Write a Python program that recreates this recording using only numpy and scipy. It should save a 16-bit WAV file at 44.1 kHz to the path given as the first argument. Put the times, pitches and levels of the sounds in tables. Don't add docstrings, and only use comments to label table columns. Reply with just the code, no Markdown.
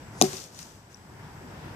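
import sys
import numpy as np
from scipy import signal
from scipy.fft import rfft, irfft
from scipy.io import wavfile
from scipy.ndimage import uniform_filter1d

SR = 44100
rng = np.random.default_rng(int(sys.argv[2]) if len(sys.argv) > 2 else 0)


def int16_out(signal):
    q = np.round(np.clip(np.atleast_2d(signal).T, -1, 1) * 32767)
    wavfile.write(sys.argv[1], SR, q.astype(np.int16))


def elevation(decibels):
    levels = np.asarray(decibels, float)
    return 10 ** (levels / 20)


N = 77175
T = np.arange(N) / SR
STRIKE_S = .21347


def curve(table):
    return np.interp(T, *np.array(table).T)


def shape(x, gain):
    return irfft(rfft(x) * gain(np.arange(N // 2 + 1) * SR / N + 1e-3), N)


def colour(x, table):
    hz, db = np.array(table).T
    y = shape(x, lambda f: elevation(np.interp(np.log(f), np.log(hz), db)))
    return y / np.sqrt(np.mean(y ** 2))


def band(x, hz, width_hz):
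    b, a = signal.iirpeak(min(hz, .45 * SR), hz / width_hz, fs=SR)
    return signal.lfilter(b, a, x)


def place(x, pan_db, lead_s):
    left = x * elevation(pan_db / 2)
    right = shape(x, lambda f: np.exp(-2j * np.pi * f * lead_s)) * elevation(-pan_db / 2)
    return np.array([left, right])


def bump(start_s, length_s):
    u = np.clip((T - start_s) / (length_s / 2), 0, 40)
    return (u * np.exp(1 - u)) ** 2


def walk(rate_hz):
    k = int(SR / rate_hz)
    steps = np.repeat(rng.standard_normal(N // k + 1), k)[:N]
    wander = uniform_filter1d(steps, k)
    return wander / wander.std()


# time_s, level_db
TRAFFIC_SWELL = [
    (0, -44.5),
    (.19, -45),
    (.45, -51),
    (.62, -48.5),
    (.86, -53),
    (1.0, -50.5),
    (1.2, -46),
    (1.45, -43.5),
    (1.75, -41),
]
# freq_hz, level_db (per Hz)
TRAFFIC_SPECTRUM = [(15, -54), (25, -17.5), (104, -3), (206, -7.5), (592, -17.5), (936, -14), (1150, -20),
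                    (1620, -19), (6000, -45.5), (7800, -72), (13200, -120)]


def traffic():
    shared_below_hz, treble_follows = 810, .85
    common, left, right = (colour(g, TRAFFIC_SPECTRUM) for g in rng.standard_normal((3, N)))
    share = lambda f: 1 / (1 + (f / shared_below_hz) ** 2)
    own = np.array([shape(g, lambda f: np.sqrt(1 - share(f))) for g in (left, right)])
    both = place(shape(common, lambda f: np.sqrt(share(f))), 1.4, -.00015) + own
    level = curve(TRAFFIC_SWELL)
    out = 0
    for k in range(10):
        octave = shape(both, lambda f: np.cos(np.pi / 2 * np.clip(np.log2(f / 30) - k, -1, 1)) ** 2)
        follow = 1 if k < 7 else treble_follows
        level_db = level.max() + follow * (level - level.max())
        out = out + octave * elevation(level_db + 1.3 * walk(14))
    return out


# freq_hz, level_db (per Hz)
HISS_SPECTRUM = [(2500, -46), (5000, 2.5), (8000, -5), (11000, -5.5), (13000, -2), (14700, -5.5)]


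def camera():
    hiss = np.array([colour(g, HISS_SPECTRUM) for g in rng.standard_normal((2, N))]) * elevation(-62.5)
    level = curve(TRAFFIC_SWELL)
    hiss = hiss * elevation(.5 * (level - level.max()))
    whine_hz, whine_db, wander_db = 7750, -80, 3
    whine = band(rng.standard_normal(N), whine_hz, 120)
    return hiss + elevation(whine_db + wander_db * walk(5.3)) * whine / whine.std()


def thud():
    hz, width_hz, level_db, t60_s = 463, 700, -39, .76
    middle, side = (band(band(g, hz, width_hz), hz, width_hz) for g in rng.standard_normal((2, N)))
    rumble = middle + .5 * side * np.array([[1], [-1]])
    decay = elevation(level_db - 60 * (T - STRIKE_S) / t60_s) * (T > STRIKE_S)
    return rumble / rumble.std() * decay


# time_s, level_db
TRICKLE_LEVEL = [
    (.2135, -37),
    (.242, -35.5),
    (.29, -43),
    (.335, -42),
    (.445, -49),
    (.51, -61),
    (.60, -48),
    (.66, -54),
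    (.80, -66),
]
# freq_hz, level_db (per Hz)
TRICKLE_SPECTRUM = [(600, -41), (1200, -3), (2400, -5), (3300, -5), (4500, -4), (6200, -0.5), (9000, -9),
                    (12000, -11.5), (14500, -7)]


def trickle():
    grains_per_s, spread_db, biggest = 7000, 3, 3
    hit = rng.random((3, N)) < grains_per_s / SR
    sign = np.sign(rng.standard_normal((3, N)))
    size_db = spread_db * np.minimum(rng.exponential(size=(3, N)), biggest)
    common, left, right = (colour(g, TRICKLE_SPECTRUM) for g in hit * sign * elevation(size_db))
    share = .35
    both = np.sqrt(share) * place(common, 2.5, .000338) + np.sqrt(1 - share) * np.array([left, right])
    dying_db = 260 * np.maximum(T - TRICKLE_LEVEL[-1][0], 0)
    fall = elevation(curve(TRICKLE_LEVEL) - dying_db) * (T > STRIKE_S)
    last_slide = elevation(-63) * bump(.882, .093)
    return both * elevation(.4 * walk(60)) * (fall + last_slide)


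# burst_peak_s, peak_db, pitch_hz, width_hz
YARD_ECHOES = [(.332, -30, 4500, 7000), (.334, -39, 1250, 500), (.355, -41, 1900, 1200),
               (.3694, -34, 4500, 6000), (.382, -41, 3000, 4000), (.401, -38, 5800, 2500),
               (.418, -40, 5000, 4000), (.44, -40, 5500, 6000), (.547, -46, 6100, 2500),
               (.5905, -34, 6500, 9000), (.594, -42, 2500, 1200), (.629, -41, 6000, 3000),
               (.929, -55, 6500, 5000), (.9445, -44, 5640, 550), (.971, -55, 6000, 4000)]


def echoes():
    length_s = .0024
    out = 0
    for s, db, hz, width_hz in YARD_ECHOES:
        burst = rng.standard_normal(N) * bump(s - length_s / 2, length_s)
        tick = band(band(burst, hz, width_hz), hz, width_hz)
        out = out + elevation(db) * tick / np.abs(tick).max()
    return place(out, 6, .000294)


def flight():
    hz, width_hz, strike_db, rise_db_per_s = 6300, 6000, -43, 220
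    hiss = band(band(rng.standard_normal(N), hz, width_hz), hz, width_hz)
    approach = elevation(strike_db + rise_db_per_s * (T - STRIKE_S)) * (T < STRIKE_S)
    return place(hiss * approach, 1.5, .00019)


# pitch_hz, t60_s, strike_swing, rebound_swing (linear; sign: side that moves first)
BOARD_MODES = [(146, .45, -.03, -.025), (200, .105, .2, .11), (258, .071, .25, -.1), (294, .05, -.28, .04),
               (380, .131, -.16, .28), (398, .075, .2, -.016), (525, .028, -.08, .06),
               (622, .026, -.5, .05), (715, .043, -.45, -.035), (748, .083, -.126, .11),
               (1130, .011, -.66, .06), (1850, .008, -.16, 0), (2450, .012, -.16, 0), (3350, .012, .1, 0)]


def board():
    rebound_s, echo_s, echo_db = .23198, .331, -22
    rise_cycles, rebound_rise_cycles = .95, .35
    out = 0
    for hz, t60, strike, rebound in BOARD_MODES:
        blows = ((STRIKE_S, strike, rise_cycles),
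                 (rebound_s, rebound, rebound_rise_cycles),
                 (echo_s, rebound * elevation(echo_db), rise_cycles))
        for s, swing, rise in blows:
            u = np.maximum(T - s, 0)
            envelope = elevation(-60 * u / t60) * (1 - np.exp(-u * hz / rise))
            out = out + swing * envelope * np.sin(2 * np.pi * hz * u)
    out = signal.sosfilt(signal.butter(2, 125, "high", fs=SR, output="sos"), out)
    return place(out * elevation(-.2), 2.7, .0003)


# start_s, level_db, pitch_hz, length_s, pan_db (left over right)
TIP_SNAPS = [
    (.2132, -8, 6300, .0011, 7),
    (.2136, -15, 3600, .0012, 1),
    (.2155, -13, 5400, .0009, 4),
    (.2221, -7.5, 3950, .0011, 0),
    (.2220, -10, 9800, .001, -3),
    (.2221, -15, 5600, .0009, -1),
    (.2222, -16, 12500, .001, -6),
    (.2236, -18, 4700, .001, 2),
]


def snaps():
    q, grit_db = 1.8, -8
    out = 0
    for s, db, hz, length, pan_db in TIP_SNAPS:
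        grit = band(rng.standard_normal(N), hz, 2 * hz / q)
        squeak = np.sin(2 * np.pi * hz * (T - s))
        snap = bump(s, length) * (squeak + elevation(grit_db) * grit / grit.std())
        out = out + place(elevation(db) * snap / np.abs(snap).max(), pan_db, .0003)
    return out


def scene():
    background = traffic() + camera()
    heap = thud() + trickle() + echoes()
    return background + heap + flight() + board() + snaps()


def roll_off(x):
    return signal.sosfilt(signal.butter(12, 15500, fs=SR, output="sos"), x)


# pitch_hz, width_hz, gain_db
PORT_PEAKS = [
    (5520, 4300, 7.5),
    (8070, 1200, 8.5),
]


def record(dry):
    ports = np.array([x + (elevation(db) - 1) * band(x, hz, width_hz)
                      for x, (hz, width_hz, db) in zip(dry, PORT_PEAKS)])
    low_cut_hz, top_hz, limit = 40, 14450, 1.3
    ports = signal.sosfilt(signal.butter(2, low_cut_hz, "high", fs=SR, output="sos"), ports)
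    ports = limit * np.tanh(ports / limit)
    mix = signal.sosfilt(signal.ellip(8, .3, 45, top_hz, fs=SR, output="sos"), ports)
    return roll_off(mix)


dry = scene()
out = record(dry)
int16_out(out)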